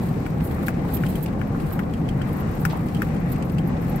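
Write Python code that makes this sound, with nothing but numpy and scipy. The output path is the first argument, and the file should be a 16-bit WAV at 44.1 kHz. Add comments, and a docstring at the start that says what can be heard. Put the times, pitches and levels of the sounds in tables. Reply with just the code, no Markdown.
"""A bicycle rolls down a country lane with the microphone riding on it. From the start, wind rumbles
on the microphone, the tyres rush, the chain tinkles and a brake disc brushes its pads with a hiss.
Soon a loose part on the left knocks about once a wheel turn, the disc catches with thin chirps, and
bumps rattle the frame. From about 1 s a cable ticks on the frame. Near 2.7 s comes the hardest knock,
then a tyre scuffs over grit. The knocking ends at about 3 s and the bicycle rolls on."""
import sys
import numpy as np
from scipy import signal
from scipy.fft import rfft, irfft
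from scipy.io import wavfile

SR = 44100
rng = np.random.default_rng(int(sys.argv[2]) if len(sys.argv) > 2 else 0)


def digitize_waveform(pressure):
    """Quantize a signal to 16-bit integers and store it at the path in sys.argv[1].

    Rows of a 2-D input are taken as channels; values are limited to [-1, 1].
    """
    field = np.atleast_2d(pressure).T
    bounded = np.clip(field, -1, 1)
    quanta = np.round(bounded * 32767).astype(np.int16)
    wavfile.write(sys.argv[1], SR, quanta)


N = 176400
TIME, FREQ = np.arange(N) / SR, np.maximum(np.arange(N // 2 + 1) * SR / N, 1)

# how strong the wind and road rumble is, from low to high: (frequency [Hz], level [dB])
WIND_COLOUR = [(15, -36), (25, -16), (38, -6), (50, -10), (70, -5), (100, -5), (130, -3.5), (180, -3),
               (235, -6), (310, -10), (400, -16.5), (480, -15), (650, -21.5), (790, -18), (950, -28),
               (1100, -33.5)]
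# low drone of air flowing round the microphone's mount: (time [s], level [dB])
DRONE_LEVEL = [(0, -28), (.8, -33.5), (1.9, -29.5), (2.4, -28), (3.2, -27), (4, -28.5)]
# gusts hitting the microphone: (time [s], level [dB], length [s])
GUSTS = [(.08, -24.5, .04), (.393, -22, 0.038), (.49, -25, .015), (1.025, -25, 0.055), (1.497, -25, 0.011)]

# knocks of the loose part: (time [s], level [dB], sharp click level [dB], change to upper tones [dB])
KNOCKS = [(.263, -25.5, -41.5, 5), (0.6818, -15, -28.5, -3), (1.0354, -21, -40, 4), (1.4137, -23.5, -43, 5),
          (1.791, -19, -39, 3.5), (2.2138, -28, -50, -2), (2.6508, -11.5, -25.5, -6),
          (3.0186, -13.5, -30.5, -21)]
# tones the loose part rings at: (pitch [Hz], level [dB], time to fade by 60 dB [s])
KNOCK_TONES = [(1364, -13, 0.027), (1450, -1, 0.021), (1644, -3, 0.012), (1720, -9, 0.011),
               (2060, -18, 0.022), (2264, -4, 0.011), (2800, -19, 0.025)]
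# the quick contacts that make up one knock: (delay [s], level [dB])
KNOCK_CONTACTS = [(0, -6), (.0007, -2), (.00128, -3)]
# a knock's sharp click, from low to high: (frequency [Hz], level [dB])
CLICK_COLOUR = [(1500, -21), (2600, 15), (3100, -54), (4100, -21), (4900, 3), (7000, -1), (8200, 3.5),
                (9600, -5.5), (11000, 2.5), (13000, 4), (15500, 5)]

# rush of tyres on asphalt, from low to high: (frequency [Hz], level [dB])
TYRE_COLOUR = [(530, -27), (900, -9.5), (1080, 0), (1370, -5.5), (1770, -7.5), (1930, -7), (2100, -9),
               (2540, -13.5), (3300, -24.5), (3890, -24.5), (8750, -30.5), (9510, -37.5), (13100, -39),
               (15500, -43)]
# how that rush rises and falls: (time [s], level [dB])
TYRE_LEVEL = [(0.0, -45.5), (0.66, -44.5), (0.77, -44.5), (1.02, -43.5), (1.2, -46), (1.44, -47.5),
              (1.66, -44.5), (1.95, -45.5), (2.91, -42.5), (3.16, -44.5), (3.82, -44.5), (4.0, -44)]
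# a tyre scuffing over grit: (time [s], level [dB], length [s])
SCUFFS = [(2.694, -38.5, 0.013)]

# hiss of the disc brushing its pads: (time [s], level [dB])
HISS_LEVEL = [(0, -58), (.04, -47.5), (.14, -58), (.36, -61), (.42, -51.5), (.45, -51), (.58, -55),
              (.68, -45.5), (.73, -58), (.84, -60.5), (.925, -47.5), (.95, -40), (1.0, -51.5), (1.1, -47),
              (1.17, -50.5), (1.2, -51), (1.25, -50), (1.3, -62), (1.53, -63.5), (1.73, -47.5),
              (1.79, -55.5), (1.83, -63), (2.22, -60), (2.37, -52), (2.46, -57.5), (2.71, -52),
              (2.8, -56.5), (3.05, -54), (3.21, -62), (3.33, -52), (3.39, -63), (3.5, -58), (3.75, -66.5),
              (3.9, -49.5), (4, -73)]
# that hiss, from low to high: (frequency [Hz], level [dB])
HISS_COLOUR = [(2500, -1), (4200, 1), (6000, -10), (8200, 0.5), (9600, -4), (11300, 0.5), (13000, 2),
               (15500, -1.5)]
# the disc catching: (time [s], level [dB], length [s], change to upper tones [dB], scrape level [dB])
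CHIRPS = [(0.437, -46, 0.034, -8, -44), (0.662, -39, 0.011, -2, -46), (0.935, -31, 0.016, -1, -44),
          (0.955, -47, 0.018, 10, -54), (1.083, -44, 0.022, -10, -45), (1.153, -47, .008, 0, -41),
          (1.225, -35, 0.0094, -5, -42), (1.722, -41, .012, 5, -50), (2.325, -48, 0.013, -8, -60),
          (2.366, -50, .008, -7, -52), (2.398, -45, .013, -5, -60), (2.548, -49, 0.0087, -9, -58),
          (2.606, -49, .009, 7, -64), (2.722, -47, .008, -5, -53), (3.317, -37, .008, -7, -40),
          (3.447, -46, .008, -12, -62), (3.671, -46, 0.0092, -12, -49), (3.813, -53, .01, 4, -58),
          (3.895, -42.5, .009, -8, -50), (3.957, -43, .01, -3, -45)]
# tones the disc rings at: (pitch [Hz], level [dB], size of pitch wobble [Hz], fade time [s])
DISC_TONES = [(12380, -8, 55, .011), (12620, -10, 140, .006), (12885, -4.5, 60, .008),
              (13070, -7, 130, .008), (13550, -10, 220, .005), (14457, -4.5, 14, .008),
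              (14640, -11, 150, .006), (15330, -11, 180, .005)]

# the cable hitting the frame: (time [s], buzz level [dB], ring level [dB])
TICKS = [(0.9675, -42, -37), (1.063, -41.5, -34), (1.1528, -43, -33.5), (1.259, -40.5, -48),
         (1.599, -45, -54), (1.9355, -44, -35), (2.0871, -40, -32), (2.2164, -44.5, -33), (2.291, -56, -42),
         (2.884, -48, -47), (2.946, -41.5, -33.5), (2.965, -52, -33), (3.162, -50, -43),
         (3.358, -46.5, -54), (3.423, -43, -47), (3.495, -46, -44), (3.582, -41, -32)]
# a tick's buzz, from low to high: (frequency [Hz], level [dB])
TICK_COLOUR = [(1500, 5.5), (2700, 17.5), (3800, 3), (4700, 8.5), (6200, 0), (8200, 6.5), (9800, 0),
               (12000, -3), (15500, -3)]
# the frame rattling over bumps: (time [s], level [dB], pitch [Hz])
BUMPS = [(.583, -32.5, 1160), (.632, -34.5, 1200), (.687, -28, 696), (.845, -33, 900), (1.546, -33, 1330),
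         (1.715, -35, 1200), (1.77, -37.5, 750), (2.732, -26, 780), (2.757, -32, 770), (2.784, -40, 840),
         (3.699, -35, 1060)]
# chain links snapping into place: (time [s], level [dB], pitch [Hz])
PINGS = [(.02, -47, 13100), (.127, -50, 13300), (.198, -51, 14000), (.297, -53, 13520), (.342, -55, 13900),
         (.514, -46, 12500), (.547, -51, 12650), (.57, -53, 12600), (.63, -48, 12500), (.7, -50, 14600),
         (1.006, -44, 12000), (1.4735, -51, 12900), (1.566, -54, 12900), (1.758, -46, 13050),
         (1.797, -47, 13100), (2.5117, -47, 15400), (2.859, -48, 12900), (2.935, -50, 12700),
         (3.07, -51, 12800), (3.1996, -50, 13200), (3.297, -46, 15300), (3.38, -50, 12700),
         (3.518, -44, 12500), (3.652, -52, 15400)]
# how alike noise is on the left and right: (frequency [Hz], likeness [0 unrelated, 1 the same])
STEREO_LIKENESS = [(60, 0.96), (110, 1), (200, 0.95), (380, 0.67), (700, 0.17), (1300, 0), (4400, 0)]


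def wind():
    """Swirling air rumbles on the microphone, with a low drone and a few gusts."""
    rumble = flutter(noise(colour(WIND_COLOUR, slope_db=27)), depth_db=1.14, rate_hz=19, octaves=range(6, 11))
    drone = level(DRONE_LEVEL) * noise(peak(hz=163.3, width_hz=30.8))
    gusts = bursts(GUSTS, rise_s=.012, fade_s=.012) * noise(peak(hz=136, width_hz=56))
    return (from_db(-24.5) * rumble + drone + gusts) * pan(1.05)


def loose_part():
    """Each knock is three quick contacts that set the part ringing, with a click and a frame shiver."""
    times, db, click_db, upper_db = np.transpose(KNOCKS)
    body = np.zeros(N)
    for hz, tone_db, fade_60db_s in KNOCK_TONES:
        strength = from_db(db - 5.5 + tone_db + upper_db * (hz > 1920) + rng.normal(0, 1, len(times)))
        hits = np.zeros(N)
        for delay_s, contact_db in KNOCK_CONTACTS:
            hits[((times + delay_s) * SR).astype(int)] += strength * from_db(contact_db)
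        body += ring(hits, hz, fade_60db_s)
    body = signal.sosfilt(signal.butter(4, 1270, "high", fs=SR, output="sos"), body)
    body = signal.sosfilt(signal.butter(8, 2900, "low", fs=SR, output="sos"), body)
    right = np.interp(TIME - .0001, TIME, body)   # the right side hears it 0.1 ms later
    shiver = from_db(-10) * strikes(zip(times, db), fade_s=.0078, contact_s=.0017)
    shiver = shiver * noise(peak(hz=1570, width_hz=560))
    snap = strikes(zip(times, click_db), fade_s=.00083, contact_s=.0014)
    tail = from_db(-6) * strikes(zip(times, click_db), fade_s=.0078, contact_s=.004)
    click = (snap + tail) * noise(colour(CLICK_COLOUR))
    return np.array([body, right]) * pan(16) + (click + shiver) * pan(3.5)


def tyres():
    """The tread rushes over asphalt, grit snaps under it, and a tyre scuffs once."""
    swell = level(TYRE_LEVEL) * from_db(2.5 + .32 * drift(rate_hz=43))
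    tread = noise(colour(TYRE_COLOUR, slope_db=35))
    rush = swell * flutter(tread, depth_db=1.5, rate_hz=2.8, octaves=range(10, 13))
    snaps_per_s, snap_fade_s = 64, .0074
    snaps = (rng.random(N) < snaps_per_s / SR) * from_db(4 * np.minimum(rng.exponential(1, N), 3))
    fading_snaps = signal.lfilter([1], [1, -np.exp(-1 / (snap_fade_s * SR))], snaps + 1e-18)
    grit = from_db(-55) * unit_power(fading_snaps * noise(peak(hz=1760, width_hz=1500)))
    scuff = bursts(SCUFFS, rise_s=.0075, fade_s=.026) * noise(peak(hz=2400, width_hz=2100))
    return rush * pan(5.5) + grit + scuff


def brake_disc():
    """The disc brushes its pads with a grainy hiss; where it catches, it scrapes and rings."""
    grainy = unit_power(noise(colour(HISS_COLOUR)) * from_db(3 * drift(rate_hz=60)))
    hiss = level(HISS_LEVEL) * from_db(1) * grainy
    times, db, lengths, upper_db, scrape_db = np.transpose(CHIRPS)
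    scrape = bursts(zip(times, scrape_db, lengths), rise_s=.0023, fade_s=.007)
    scrape = scrape * noise(peak(hz=13000, width_hz=3200))
    chirps = 0
    for hz, tone_db, wobble_hz, fade_s in DISC_TONES:
        strength_db = db - .5 + tone_db + upper_db * (hz > 14000) + rng.normal(0, 1.5, len(times))
        loudness = bursts(zip(times, strength_db, lengths), rise_s=.0023, fade_s=fade_s)
        chirps = chirps + loudness * whine(hz, wobble_hz)
    return (hiss + scrape) * pan(-2.5) + chirps * pan(-7)


def cable():
    """The cable buzzes briefly against the frame and leaves one short ring."""
    times, db, ring_db = np.transpose(TICKS)
    rough = unit_power(noise(colour(TICK_COLOUR)) * from_db(1.3 * drift(rate_hz=500)))
    buzz = from_db(4) * strikes(zip(times, db), fade_s=.0067, contact_s=.0023) * rough
    ringing = from_db(-7) * strikes(zip(times, ring_db), fade_s=.0074, contact_s=.00093)
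    return (buzz + ringing * noise(peak(hz=3130, width_hz=110))) * pan(-.5)


def frame_rattles():
    """The frame rattles dully over each bump, at a pitch that depends on what is shaken."""
    return sum(strikes([(time, db)], fade_s=.015, contact_s=.00046) * noise(peak(hz, width_hz=190))
               for time, db, hz in BUMPS)


def chain_pings():
    """A link snaps into place: a small click and a short ring at its own pitch."""
    times, levels_db, _ = np.transpose(PINGS)
    clicks = from_db(1) * strikes(zip(times, levels_db), fade_s=.0087, contact_s=.001)
    clicks = clicks * noise(peak(hz=13500, width_hz=1500))
    rings = sum(strikes([(time, db)], fade_s=.0087, contact_s=.0015) * np.sin(2 * np.pi * hz * TIME)
                for time, db, hz in PINGS)
    return from_db(-3) * (clicks + rings) * pan(-7)


def chain_tinkle(tinkles_per_s=46):
    """Links tinkle faintly at random moments, on ten high pitches."""
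    tinkle, pitches_hz = 0, np.geomspace(12400, 14600, num=10)
    for hz in pitches_hz:
        hits = rng.random(N) < tinkles_per_s / len(pitches_hz) / SR
        tinkle = tinkle + ring(hits * rng.uniform(.25, 1, N), hz, fade_60db_s=.03)
    return from_db(-61) * tinkle * pan(-7)


def from_db(db):
    """Turn decibels into a number to multiply by: -6 dB is about half."""
    return 10 ** (np.asarray(db) / 20)


def unit_power(x):
    """Scale a signal so its average power is 1."""
    return x / np.sqrt(np.mean(x ** 2) + 1e-20)


def level(rows):
    """Loudness over time, joining up (time [s], level [dB]) points."""
    return from_db(np.interp(TIME, *np.transpose(rows)))


def at_hz(points):
    """A table's value at every frequency."""
    hz, value = np.transpose(points)
    return np.interp(np.log(FREQ), np.log(hz), value)


def pan(db):
    """Make the left side db louder than the right; below zero leans right."""
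    return unit_power(from_db([[db / 2], [-db / 2]]))


def colour(points, slope_db=30):
    """Strength of each frequency, dropping slope_db an octave past the table's ends."""
    octaves_outside = np.abs(np.log2(FREQ / np.clip(FREQ, points[0][0], points[-1][0])))
    return from_db(at_hz(points) - slope_db * octaves_outside)


def peak(hz, width_hz):
    """A hump of frequencies around hz, half as high width_hz to either side."""
    return 1 / (1 + ((FREQ - hz) / width_hz) ** 2)


def drift(rate_hz):
    """A random wobble of size about 1, mostly slower than rate_hz."""
    spectrum = rng.standard_normal(2 * len(FREQ)).view(complex)
    return unit_power(irfft(spectrum / (1 + (FREQ / rate_hz) ** 2), N))


def noise(shape):
    """Noise with the given frequency shape; left and right are alike only in the bass."""
    alike = at_hz(STEREO_LIKENESS)
    shared, opposite = rng.standard_normal((2, 2 * len(FREQ))).view(complex)
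    spectrum = np.sqrt(1 + alike) * shared + np.sqrt(1 - alike) * opposite * [[1], [-1]]
    return unit_power(irfft(shape * spectrum, N))


def flutter(x, depth_db, rate_hz, octaves):
    """Each octave (around 2 ** k Hz) wobbles in level, partly in step with the others."""
    spectrum, together = rfft(x), drift(rate_hz)
    octave = np.clip(np.log2(FREQ), octaves[0], octaves[-1])
    bands = (irfft(spectrum * np.maximum(1 - abs(octave - k), 0), N) for k in octaves)
    return unit_power(sum(band * from_db(depth_db * (.5 * together + drift(rate_hz))) for band in bands))


def bursts(rows, rise_s, fade_s):
    """Loudness of (time [s], level [dB], length [s]) events that rise, hold, then fade."""
    out = np.zeros(N)
    for time, db, length in rows:
        first = int(time * SR)
        age = TIME[:min(N - first, SR // 2)]
        rise, fade = np.minimum(age / rise_s, 1), np.exp(-np.maximum(age - length, 0) / fade_s)
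        out[first:first + len(age)] += from_db(db) * rise * fade
    return out


def strikes(rows, fade_s, contact_s):
    """Loudness of (time [s], level [dB]) hits that rise during contact, then fade."""
    return bursts([(time, db, contact_s) for time, db in rows], contact_s, fade_s)


def ring(hits, hz, fade_60db_s):
    """Each hit starts a pure tone that dies away."""
    shrink, turn = np.exp(-np.log(1000) / (fade_60db_s * SR)), 2 * np.pi * hz / SR   # per sample
    return signal.lfilter([0, np.sin(turn)], [1, -2 * shrink * np.cos(turn), shrink ** 2], hits + 1e-18)


def whine(hz, wobble_hz):
    """A rough stereo tone that wobbles quickly in pitch and level."""
    cycles = np.cumsum([hz + wobble_hz * drift(rate_hz=300) for _ in range(2)], axis=1) / SR
    tone = np.sin(2 * np.pi * (cycles + rng.random((2, 1))))
    return unit_power(tone * from_db(3 * drift(rate_hz=300)))


def scene():
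    """Everything heard from the bicycle."""
    rolling = wind() + tyres() + brake_disc() + chain_tinkle() + chain_pings()
    return rolling + loose_part() + cable() + frame_rattles()


def record(dry):
    """Cut away the very highest treble, above 15750 Hz."""
    return signal.sosfilt(signal.ellip(12, .1, 80, 15750, fs=SR, output="sos"), dry)


dry = scene()
out = record(dry)
digitize_waveform(out)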